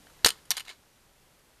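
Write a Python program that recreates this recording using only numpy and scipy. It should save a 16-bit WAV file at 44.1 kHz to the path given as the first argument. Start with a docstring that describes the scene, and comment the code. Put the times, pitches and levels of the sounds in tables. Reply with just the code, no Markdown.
"""A plastic disc case is pried open by hand in a carpeted room, close to a microphone.
Over hiss and low rumble, which ease with time, come a few faint knocks; near 0.25 s latches snap free.
The trays and lid knock and rattle as they swing out, with a second hard burst near 0.5 s, then softer ones.
Knocks are noisy contacts exciting shell resonances, low thumps and short pitched rings are damped sines,
rattling and rubbing fingers are dense ticks; sparse decaying reflections form the room."""
import sys
import numpy as np
from scipy import signal
from scipy.fft import rfft, irfft
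from scipy.io import wavfile
from scipy.ndimage import uniform_filter1d

SR = 44100
rng = np.random.default_rng(int(sys.argv[2]) if len(sys.argv) > 2 else 0)


def decibels_to_gain(level_db):
    """Convert a level in decibels to a linear amplitude gain (20 dB per decade)."""
    exponent = np.asarray(level_db, float) / 20
    return 10 ** exponent


def unload_wav(signal):
    """Save mono or channel-first audio to the path in sys.argv[1] as 16-bit WAV at rate SR, clipped to [-1, 1]."""
    wavfile.write(
        sys.argv[1],
        SR,
        np.round(np.clip(np.atleast_2d(signal).T, -1, 1) * 32767).astype(np.int16),
    )


N = 70560

# resonances of the shell: pitch_hz [Hz], relative level_db [dB], decay t60_s [s]
SHELL_MODES = [(800, -15.5, 0.015), (1072, -13, 0.0416), (1400, -12, 0.01), (1840, -6.5, 0.031),
               (2176, -2, 0.04), (3000, -2, 0.059), (3570, -14, 0.012), (4126, -0.5, 0.03),
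               (4760, 2, 0.0056), (5680, -7, 0.0088), (6950, 0, 0.0037), (7570, -5.5, 0.0093),
               (8890, 6, 0.0081), (9826, 4, 0.021), (12130, 0.5, 0.02)]
RESPONSE_SAMPLES = 4096  # length of a knock and of the shell's impulse response


def evened(x):
    """Normalisation: scales a signal to rms 1."""
    return x / np.sqrt(np.mean(x ** 2) + 1e-20)


def read(points, hz):
    """Linear interpolation of a table's values along log frequency."""
    f, value = np.transpose(points)
    return np.interp(np.log(hz + 1), np.log(f + 1), value)


def colour(x, db_of):
    """Minimum-phase filtering: the Hilbert transform of the log gain db_of(Hz) yields a causal response."""
    hz = abs(np.fft.fftfreq(2048, 1 / SR))
    log_gain = np.log(decibels_to_gain(np.maximum(db_of(hz), -100)))
    spectrum = np.exp(np.conj(signal.hilbert(log_gain)))
    taps = np.fft.ifft(spectrum).real[:1024]
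    return signal.oaconvolve(x, taps)[:len(x)]


def add(mix, start_s, sound):
    """Superposition: adds a sound to the mix, in place, from start_s on."""
    part = mix[round(start_s * SR):][:len(sound)]
    part += sound[:len(part)]


def ringing(luck):
    """Modal synthesis: the shell's impulse response at one spot is a click plus damped sine modes."""
    modes_db = -2  # all modes together, relative to the click
    spread_db, detune = 2.5, 0.02  # variation from spot to spot: dB, fraction of the pitch
    t = np.arange(RESPONSE_SAMPLES) / SR
    modes = np.zeros(len(t))
    for (pitch_hz, level_db, t60_s), level_luck, pitch_luck in zip(SHELL_MODES, *luck):
        envelope = decibels_to_gain(level_db + spread_db * level_luck - 60 * t / t60_s)
        wave = np.sin(2 * np.pi * pitch_hz * (1 + detune * pitch_luck) * t)
        modes += envelope * wave / np.sqrt(t60_s)  # long modes do not gain energy
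    click = t == 0
    return click + decibels_to_gain(modes_db) * modes / np.linalg.norm(modes)


def knock(row, chatter, luck):
    """Source-filter principle: a short noisy chatter of contacts excites the shell at one spot."""
    rise_s = 0.00082
    contact_s, contact_db = 0.0008, 10  # the firm contact within the chatter: delay, strength
    spot_db, spot_t60_s = -10, 0.007  # the struck part rings at its brightest pitch
    bass_cut_hz = 600  # thin panels radiate little bass
    start_s, peak_db, brightest_hz, t60_s, below_db, above_db = row
    t = np.arange(len(chatter)) / SR

    spot = decibels_to_gain(-60 * t / spot_t60_s) * np.sin(2 * np.pi * brightest_hz * t)
    body = ringing(luck) + decibels_to_gain(spot_db) * spot / np.linalg.norm(spot)

    contacts = chatter * (1 - np.exp(-(t / rise_s) ** 2))
    contacts[round(contact_s * SR)] += decibels_to_gain(contact_db)
    contacts *= decibels_to_gain(-60 * t / t60_s)
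    struck = signal.oaconvolve(contacts, body)[:len(t)]

    def slopes(hz):
        """Spectral tilt: gain in dB falls per octave on both sides of the brightest pitch."""
        octaves = np.log2(np.maximum(hz, bass_cut_hz) / brightest_hz)
        return abs(below_db) * np.minimum(octaves, 0) - abs(above_db) * np.maximum(octaves, 0)

    high_pass = signal.butter(2, bass_cut_hz, "high", fs=SR, output="sos")
    bright = signal.sosfilt(high_pass, colour(struck, slopes))
    # peak of a sine as strong as the loudest 2 ms
    loudest = np.sqrt(uniform_filter1d(bright ** 2, size=88).max() * 2)
    return start_s, decibels_to_gain(peak_db) * bright / loudest


def damped_tone(start_s, peak_db, pitch_hz, t60_s):
    """Damped oscillation: a low thump or short pitched ring of the case is a quickly decaying sine."""
    t = np.arange(SR // 10) / SR
    return start_s, -decibels_to_gain(peak_db - 60 * t / t60_s) * np.sin(2 * np.pi * pitch_hz * t)


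def rattle():
    """Random impulse train: dense tiny ticks of uneven size excite the shell."""
    # loose parts rattling and fingers rubbing: time_s [s], level_db [dB]
    rattle_level = [(0, -88), (.2, -85), (0.245, -61), (.247, -41), (.275, -39), (.3, -37.5),
                    (0.329, -53.5), (0.389, -63.5), (.45, -92), (0.505, -75), (0.508, -35.5), (.53, -46.5),
                    (0.563, -52), (0.579, -45), (.6, -46.5), (.63, -62), (.645, -62), (.7, -47.5),
                    (0.734, -59), (.76, -72), (.8, -80)]
    # spectrum of the rattle: pitch_hz [Hz], relative density_db [dB per Hz]
    rattle_tone = [(200, -14), (600, -14), (1050, -1.5), (2200, -4.5), (4000, 1), (5500, -6), (9000, -10.5),
                   (14000, -19.5)]
    ticks_per_s, tick_spread_db = 5000, 2.2
    sizes = decibels_to_gain(tick_spread_db * np.minimum(rng.exponential(1, N), 4))
    happens = rng.random(N) < ticks_per_s / SR
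    ticks = sizes * happens * rng.standard_normal(N)
    shell = ringing(rng.standard_normal((2, len(SHELL_MODES))))
    ticks = signal.oaconvolve(ticks, shell)[:N]
    level_db = np.interp(np.arange(N) / SR, *np.transpose(rattle_level), right=-120)
    return decibels_to_gain(level_db) * evened(colour(ticks, lambda hz: read(rattle_tone, hz)))


def room(x):
    """Reverberation: sparse reflections of random sign, each band decaying at its own speed."""
    # decay of the room: pitch_hz [Hz], t60_s [s]
    room_decay = [(200, 0.16), (1000, 0.23), (3000, 0.12), (9000, 0.14)]
    taps = np.zeros(SR // 2)
    slots = np.arange(200, len(taps) - 20, 20)  # one reflection in every 20 samples
    offsets = rng.integers(0, 20, len(slots))
    taps[slots + offsets] = rng.choice([-1., 1.], len(slots))
    hz, t, bands = signal.stft(taps, SR, nperseg=256)
    decay = decibels_to_gain(-60 * t / read(room_decay, hz)[:, None])
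    tail = signal.istft(bands * decay, SR, nperseg=256)[1]
    return signal.fftconvolve(x, tail / np.linalg.norm(tail))[:N]


def hiss():
    """Spectral shaping of white noise: microphone hiss and low room rumble."""
    # spectrum of the background: pitch_hz [Hz], relative density_db [dB per Hz]
    hiss_tone = [(12, -20), (20, -3.5), (76, -9.5), (118, -10), (179, -9.5), (211, -13), (367, -14),
                 (541, -15), (821, -17), (13500, -27), (15100, -47)]
    # course of the background above its base level: time_s [s], level_db [dB]
    hiss_course = [(0, 4.5), (.3, 4), (.6, 1.5), (.8, 0)]
    base_db = -62.5  # rms
    spectrum = rfft(rng.standard_normal(N)) * decibels_to_gain(read(hiss_tone, np.fft.rfftfreq(N, 1 / SR)))
    level_db = base_db + np.interp(np.arange(N) / SR, *np.transpose(hiss_course))
    return decibels_to_gain(level_db) * evened(irfft(spectrum, N))


def scene():
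    """Superposition of direct sound, room reflections and background."""
    # knocks of plastic on plastic: start_s [s], peak_db [dB], brightest_hz [Hz], chatter t60_s [s],
    # below_db and above_db [dB per octave], falls on either side of brightest_hz whose sign is ignored
    knocks = [(0.0684, -46.5, 1740, 0.013, 4, 13), (0.0983, -52.5, 1460, 0.029, -8, 5.5),
              (.1920, -54, 2000, 0.023, 17, 15), (0.222, -57, 1700, 0.035, -10, 4),
              (0.2459, -7, 3570, 0.011, 2.5, 1.5), (.2470, -5.5, 5240, 0.0094, 4.5, 7),
              (.2550, -15, 4270, 0.017, -1, 1), (0.2602, -12, 3000, 0.02, 2, 2.5),
              (0.2611, -6.5, 4400, 0.0077, 1, 0.5), (0.2656, -12, 5500, .02, 4, 2),
              (0.271, -14.5, 5300, 0.023, -0.5, -7), (.2840, -20, 5230, 0.012, 3.5, 1.5),
              (0.2892, -19, 3200, 0.0092, 9.5, 3), (0.304, -21, 3200, 0.0069, 12, 1.5),
              (0.388, -55, 3250, 0.0095, -1, 14), (0.453, -53.5, 9900, 0.033, 0, 13),
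              (0.5053, -12.5, 6350, 0.0049, 20.5, 10.5), (0.5089, -20.5, 5400, 0.024, 7.5, 3),
              (0.5141, -17.5, 4400, 0.022, 7.5, 6.5), (0.5248, -38, 3760, 0.03, 10, 16),
              (0.535, -42, 3560, 0.021, 6, 18), (0.552, -45, 3400, 0.099, 11, 22),
              (0.5677, -25.5, 5020, 0.028, 2.5, 1.5), (0.5718, -31, 3750, 0.041, 0.5, 3.5),
              (0.5784, -27, 3130, 0.015, 5, 4), (0.583, -42.5, 4100, 0.014, 11, 1),
              (.589, -55, 2210, 0.025, 20, 8), (0.596, -33.5, 2290, .018, 37, 4.5),
              (.6040, -33, 3060, 0.033, 4.5, 3.5), (0.651, -48, 3900, 0.028, -3, 4),
              (0.662, -52, 2450, 0.021, 0, 14), (0.672, -48, 2780, 0.06, -0.5, 20),
              (0.6809, -38, 3950, 0.015, 3, 5), (0.6921, -38, 3980, 0.01, 0.5, 5.5),
              (0.6979, -39, 3750, 0.029, 2.5, 10.5), (0.7025, -42.5, 4260, 0.033, -1.5, 12),
              (0.7114, -41, 2320, 0.024, 7, 7.5)]
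    # low thumps and short pitched rings of the case: peak_db [dB], pitch_hz [Hz], t60_s [s]
    tones = [(-20.5, 460, 0.02), (-30, 140, 0.034), (-36, 120, 0.074), (-32, 250, .03), (-20.5, 450, 0.035),
             (-49.5, 120, .07), (-45, 169, 0.039), (-32, 956, 0.03), (-43.5, 710, 0.051), (-54, 398, 0.061),
             (-19, 2100, 0.02), (-27.5, 1800, 0.027), (-45, 2800, 0.021), (-20.5, 790, .025),
             (-39, 2160, 0.028), (-39, 2160, 0.059)]
    # when each of those thumps and rings begins: start_s [s]
    tone_starts = [.2452, .2456, .2470, .2590, .2596, .2620, .5050, .5060, .5150, .6985, .2475, .5155,
                   .6045, .2605, .6825, .6925]
    room_db = -20
    case = rattle()
    draws = rng.standard_normal((len(knocks), RESPONSE_SAMPLES + 2 * len(SHELL_MODES)))
    for row, draw in zip(knocks, draws):
        chatter, luck = np.split(draw, [RESPONSE_SAMPLES])
        add(case, *knock(row, chatter, luck.reshape(2, -1)))
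    for start_s, tone in zip(tone_starts, tones):
        add(case, *damped_tone(start_s, *tone))
    return (case + decibels_to_gain(room_db) * room(case) + hiss())[None]


def top_cut(x):
    """Nothing passes above the cut-off."""
    return signal.sosfilt(signal.butter(12, 15220, fs=SR, output="sos"), x)


def record(dry):
    """Soft saturation of the microphone input, then a linear-phase shelf that lowers the top treble."""
    overload = 0.8  # amplitude at which the input saturates
    edge_hz, above_edge_db = 14050, -33
    dry = overload * np.tanh(dry / overload)
    low_pass = signal.firwin(127, edge_hz, window=("kaiser", 7), fs=SR)
    low = signal.oaconvolve(dry, low_pass[None], "same")
    return top_cut(low + decibels_to_gain(above_edge_db) * (dry - low))


dry = scene()
out = record(dry)
unload_wav(out)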